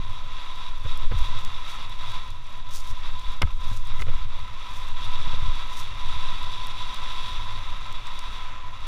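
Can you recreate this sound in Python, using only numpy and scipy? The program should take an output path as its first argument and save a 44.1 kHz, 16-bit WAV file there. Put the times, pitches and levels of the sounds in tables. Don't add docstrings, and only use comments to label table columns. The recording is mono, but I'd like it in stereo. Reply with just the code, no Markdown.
import sys
import numpy as np
from scipy.fft import rfft, irfft, next_fast_len
from scipy.io import wavfile
from scipy.ndimage import uniform_filter1d, map_coordinates

SR = 44100
rng = np.random.default_rng(int(sys.argv[2]) if len(sys.argv) > 2 else 0)


def to_wav(s):
    ch = np.atleast_2d(s).T
    pcm = np.round(np.clip(ch, -1, 1) * 32767)
    wavfile.write(sys.argv[1], SR, pcm.astype(np.int16))


N = 391166


# start_s, level_db
TRACK_UNEVENNESS = [(0, -19.5), (.55, -24), (1.05, -12), (1.4, -15.5), (1.75, -25), (2.05, -18.5),
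                    (2.45, -25.5), (2.9, -17), (3.55, -19.5), (4.1, -12), (4.65, -27), (5.0, -15),
                    (5.45, -11.5), (5.7, -22), (6.2, -14), (6.6, -21.5), (7.15, -20.5), (8.0, -22.5),
                    (8.87, -26)]
# frequency_hz, relative_level_db
SWAY_SPECTRUM = [(1, -42.5), (4, -15), (7, 1.5), (10, -5), (16, -17.5), (25, -45.5), (45, -32.5),
                 (100, -55.5), (300, -120)]
# frequency_hz, relative_level_db
RUMBLE_SPECTRUM = [(10, 1.5), (24, 15.5), (32, 15), (44, -7), (60, -9), (77, -3), (98, 6), (120, -3.5),
                   (150, -13), (280, -35.5), (2000, -66)]
# frequency_hz, relative_level_db
DRONE_SPECTRUM = [(90, -11), (150, 3), (215, 4), (290, 0), (440, -4), (560, 2), (720, -3), (1100, -12),
                  (3000, -46)]
# start_s, relative_level_db
CRUMBS = [(.975, -38), (1.3897, -41), (1.4492, -34.5), (1.8956, -46), (2.1071, -49), (2.3046, -43),
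          (3.195, -43), (3.8723, -41.5), (4.8866, -44.5), (5.0507, -46), (5.556, -44), (6.4296, -44),
          (6.6697, -36), (6.9443, -35), (7.9264, -40), (8.0701, -40), (8.1917, -34)]
# frequency_hz, relative_level_db
ICE_SPECTRUM = [(1500, -48), (4000, 7), (7000, 7.5), (9500, 3.5), (12500, -2), (15500, -3)]
# start_s, thud_gain_db, rattle_gain_db
BUMPS = [(.85, -21.5, -25.5), (1.032, -28, -34), (1.112, -25, -21.5), (1.141, -20, -48), (3.421, -24, -26),
         (3.435, -13, -38), (3.714, -27.5, -34), (4.01, -25, -26), (4.08, -29, -24), (5.268, -27, -35),
         (5.335, -26, -27), (5.424, -23, -58), (5.481, -24.5, -48), (6.164, -27.5, -44)]
# pitch_hz, relative_level_db, t60_s
LOW_MODES = [(35.6, 6.5, 0.13), (73.6, 5.5, 0.09), (97.3, -5.5, 0.16), (181, -12, 0.05)]
# frequency_hz, relative_level_db
RATTLE_SPECTRUM = [(60, -14), (130, -3), (210, -6), (340, -7), (520, 7.5), (750, -9), (1300, -2),
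                   (3000, -8), (8000, -55)]
# start_s, gain_db, hardness_centre_hz, crack_gain_db
KNOCKS = [(1.1207, -26.5, 805, -48), (3.4166, -19, 1100, -45), (3.4196, -13, 3400, -17),
          (3.4217, -27, 3200, -37), (3.428, -18, 1300, -39), (3.474, -33, 1600, -52),
          (3.713, -33, 700, -57), (3.995, -28, 2000, -36), (4.0025, -30, 1700, -45),
          (4.0205, -20, 4200, -32), (4.0243, -30, 3600, -42), (4.0686, -29.5, 600, -55),
          (4.085, -33, 1800, -46), (4.097, -32, 700, -52), (5.272, -33, 450, -60)]
# pitch_hz, relative_level_db, t60_s
WOOD_MODES = [(195, 2.5, 0.034), (370, -9, 0.023), (524, -6, 0.017), (796, -3, 0.012), (960, -3.5, 0.017),
              (1276, 0.5, 0.056), (1560, -5, 0.028), (2010, -2, 0.013), (2110, 6, 0.027), (2400, -1, 0.013),
              (2910, 1.5, 0.019), (3490, -1, 0.021), (4340, -7, 0.015), (7140, -10, .007)]
# frequency_hz, relative_level_db
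CLATTER_SPECTRUM = [(300, -16), (800, -6.5), (1400, -4.5), (2500, -3), (3300, -5), (5000, -15), (9000, -45)]
# frequency_hz, relative_level_db
CRACK_SPECTRUM = [(300, -3), (1500, -21), (4000, 12), (7000, -4), (11000, -11), (15500, -24)]
# peak_s, rise_s, fall_s, peak_level_db
SPRAYS = [(1.19, 0.048, 0.19, -51), (1.7, 0.097, .15, -52), (2.13, .11, 0.051, -47),
          (2.755, 0.062, .11, -41), (2.915, 0.066, 0.022, -44.5), (3.775, 0.24, 0.036, -49.5),
          (4.015, 0.036, 0.03, -49), (4.76, 0.11, 0.22, -52.5), (5.795, 0.088, 0.067, -42.5)]
# frequency_hz, relative_level_db
POWDER_SPECTRUM = [(500, -21), (1500, -11), (3500, 0), (6000, 6.5), (7500, 0), (10000, -1), (11500, -4.5),
                   (15000, -7)]
# start_s, grind_level_db, hiss_level_db
GLIDE = [(0, -44, -49), (.85, -42.5, -44.5), (1.27, -40, -41.5), (1.55, -42.5, -45), (2.05, -39, -41),
         (2.35, -44.5, -49), (2.85, -45.5, -49.5), (3.1, -41.5, -44.5), (3.7, -42.5, -46), (4.55, -44, -49),
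         (5.2, -39, -41.5), (5.9, -41, -43.5), (6.28, -38, -39), (6.65, -41, -42.5), (7.17, -38, -38.5),
         (7.75, -41.5, -46.5), (8.38, -41, -43.5), (8.6, -42.5, -57.5), (8.87, -43, -45.5)]
# centre_s, length_s, hiss_drop_db
CRESTS = [(.79, 0.14, 4), (1.093, 0.085, 8), (1.93, 0.2, 5), (2.4, 0.18, 4.5), (2.638, 0.069, 5.5),
          (2.96, 0.063, 2.5), (3.182, 0.13, 4), (3.428, 0.11, 8.5), (3.562, .07, 9), (3.816, 0.14, 6),
          (4.045, 0.081, 8), (4.28, 0.098, 3.5), (4.937, 0.058, 4.5), (8.02, 0.11, 2.5)]
# frequency_hz, relative_level_db
GRIND_SPECTRUM = [(300, -15), (550, -11.5), (760, -3), (1100, 3), (1700, -6.5), (2400, -1.5), (3500, -13),
                  (6000, -14), (16000, -50)]
# frequency_hz, relative_level_db
HISS_SPECTRUM = [(600, -7.5), (1500, -13.5), (2400, -5), (3100, -3.5), (3800, 1.5), (4220, -4.5),
                 (5000, -3), (5700, -4.5), (6600, -15.5), (7800, -16), (9600, -13.5), (11000, -22.5),
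                 (15500, -25)]
# centre_hz, width_hz, lift_db
CASE_RESONANCES = [(1007.5, 39.6, 10), (993, 193, 12), (1309, 150, 10.5), (1584, 26, 8.5), (1930, 720, 8),
                   (2722, 370, 7.5), (3405, 457, 14), (3812, 356, 11), (4470, 140, 8), (5910, 600, 3),
                   (7140, 280, 7.5)]

SWAY_DB = -0.5
RUMBLE_DB, RUMBLE_GROWTH = -38.5, 0.44
DRONE_DB, DRONE_GROWTH = -55.5, 0.65
THUD_RISE_S, RATTLE_RISE_S, RATTLE_T60_S = 0.0062, 0.012, 0.053
CLATTER_DB, CLATTER_T60_S = -8, 0.022
SPRAY_FADE_DB = 18.5
DUST_DB, DUST_GROWTH = -63, 0.26
CREST_GRIND_SHARE = 0.91
FADE_IN_S, TOP_HZ = 0.002, 15500


def amp(db):
    return 10 ** (np.asarray(db) / 20)


def unit(x):
    return x / np.sqrt(np.mean(x ** 2) + 1e-20)


def along(points, hz):
    f, v = np.transpose(points)
    return np.interp(np.log(hz + 1), np.log(f + 1), v)


def curves(rows):
    s, *columns = np.transpose(rows)
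    times = np.arange(N) / SR
    return [np.interp(times, s, column) for column in columns]


def wobble(rate):
    knots = rng.standard_normal(4096)
    return map_coordinates(knots, [np.arange(N) * rate / SR], mode="wrap")


def filtered(x, response):
    m = next_fast_len(len(x) + SR // 10)
    spectrum = rfft(x, m) * response(np.fft.rfftfreq(m, 1 / SR))
    return irfft(spectrum, m)[:len(x)]


def case_lift(f):
    return sum(db / (1 + (2 * (f - hz) / width) ** 2) for hz, width, db in CASE_RESONANCES)


def coloured(x, spectrum, ring=0):
    def response(f):
        lift_db = ring * case_lift(f) if ring else 0
        return amp(along(spectrum, f) + lift_db)
    return unit(filtered(x, response))


def steady(x, seconds):
    power = uniform_filter1d(x ** 2, max(int(seconds * SR), 1))
    return x / np.sqrt(np.abs(power) + 1e-9)


def crystals(per_second, spread_db):
    breaks = rng.random(N) < per_second / SR
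    sizes = rng.standard_normal(N) * amp(spread_db * rng.standard_normal(N))
    return unit(breaks * sizes)


def add(track, s, sound):
    part = track[max(round(s * SR), 0):][:len(sound)]
    part += sound[:len(part)]


def unloading():
    t = np.arange(N) / SR
    return sum(drop_db * np.exp(-(2 * (t - s) / length) ** 2) for s, length, drop_db in CRESTS)


def ride():
    uneven_db, = curves(TRACK_UNEVENNESS)
    grind_db = curves(GLIDE)[0] - CREST_GRIND_SHARE * unloading()
    rumble_db = RUMBLE_DB + RUMBLE_GROWTH * (uneven_db - uneven_db.mean())
    drone_db = DRONE_DB + DRONE_GROWTH * (grind_db - grind_db.mean())
    lumps = wobble(18)
    sway = steady(coloured(rng.standard_normal(N), SWAY_SPECTRUM), 0.15)
    rumble = steady(coloured(rng.standard_normal(N), RUMBLE_SPECTRUM), 0.152)
    drone = steady(coloured(rng.standard_normal(N), DRONE_SPECTRUM), 0.22)
    return (sway * amp(uneven_db + SWAY_DB)
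            + rumble * amp(rumble_db + 1.5 * lumps)
            + drone * amp(drone_db + 0.54 * lumps))


def crumbs():
    out, t = np.zeros(N), np.arange(SR // 40) / SR
    for s, db in CRUMBS:
        spectrum = [(hz, level + 3 * rng.standard_normal()) for hz, level in ICE_SPECTRUM]
        tick = steady(coloured(rng.standard_normal(len(t)), spectrum), 0.00053)
        add(out, s, tick * amp(db + 2.0 - 60 * t / 0.0078))
    return out


def bumps():
    out, t = np.zeros(N), np.arange(SR // 4) / SR
    for s, thud_db, rattle_db in BUMPS:
        thud = np.zeros(len(t))
        for hz, db, t60 in LOW_MODES:
            detune = 1 + 0.038 * rng.standard_normal()
            thud += amp(db - 60 * t / t60) * np.sin(2 * np.pi * hz * detune * t)
        thud *= 1 - np.exp(-t / THUD_RISE_S)
        rattle = steady(coloured(rng.standard_normal(len(t)), RATTLE_SPECTRUM), 0.035)
        rattle *= amp(-60 * t / RATTLE_T60_S) * (1 - np.exp(-t / RATTLE_RISE_S))
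        add(out, s, amp(rattle_db) * rattle - amp(thud_db) * thud)
    return out


def knocks():
    out, t = np.zeros(N), np.arange(SR // 8) / SR
    hz, mode_db, t60 = np.transpose(WOOD_MODES)[:, :, None]
    for s, db, centre_hz, crack_db in KNOCKS:
        def reach(f):
            return (f / centre_hz) ** 0.5 / (1 + (f / centre_hz) ** 3)

        gain = reach(hz) * amp(mode_db + 1.5 * rng.standard_normal(hz.shape))
        detune = 1 + 0.01 * rng.standard_normal(hz.shape)
        phase = 2 * np.pi * rng.random(hz.shape)
        modes = gain * amp(-60 * t / t60) * np.sin(2 * np.pi * hz * detune * t + phase)
        ring = np.sum(modes, axis=0) / np.linalg.norm(gain)
        struck = filtered(rng.standard_normal(len(t)), reach)
        clatter = steady(coloured(struck, CLATTER_SPECTRUM), 0.0053)
        clatter *= amp(CLATTER_DB - 60 * t / CLATTER_T60_S)
        crack = steady(coloured(rng.standard_normal(len(t)), CRACK_SPECTRUM), 0.0017)
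        crack *= amp(-60 * t / 0.0078)
        attack = 1 - np.exp(-t / 0.00029)
        add(out, s, (amp(db) * (ring + clatter) + amp(crack_db) * crack) * attack)
    return out


def spray():
    t = np.arange(N) / SR
    hiss_db = curves(GLIDE)[1]
    dust_db = DUST_DB + DUST_GROWTH * (hiss_db - hiss_db.mean() - unloading())
    power = amp(dust_db) ** 2
    for s, rise, fall, db in SPRAYS:
        distance = np.maximum((s - t) / rise, (t - s) / fall)
        power = power + amp(db - SPRAY_FADE_DB * distance) ** 2
    grains = coloured(crystals(per_second=3600, spread_db=2.5), POWDER_SPECTRUM, ring=0.44)
    flutter_db = 2.36 * wobble(130) + 1.4 * wobble(16)
    return grains * np.sqrt(power) * amp(flutter_db)


def runners():
    grind_db, hiss_db = curves(GLIDE)
    lost_db, ripple, waves = unloading(), wobble(28), wobble(11)
    grind = coloured(crystals(per_second=9000, spread_db=0.0), GRIND_SPECTRUM, ring=0.96)
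    grind = steady(grind, 0.16)
    hiss = coloured(crystals(per_second=7000, spread_db=0.5), HISS_SPECTRUM, ring=1)
    grind_db = grind_db - CREST_GRIND_SHARE * lost_db + 0.63 * ripple + 0.5 * waves
    hiss_db = hiss_db - lost_db + 1.44 * ripple + 0.5 * waves
    return grind * amp(grind_db) + hiss * amp(hiss_db)


def scene():
    mono = ride() + crumbs() + bumps() + knocks() + spray() + runners()
    return np.array([mono, mono])


def record(dry):
    opening = np.sin(np.pi / 2 * np.minimum(np.arange(N) / SR / FADE_IN_S, 1))
    return np.array([filtered(channel * opening, lambda hz: hz < TOP_HZ) for channel in dry])


dry = scene()
out = record(dry)
to_wav(out)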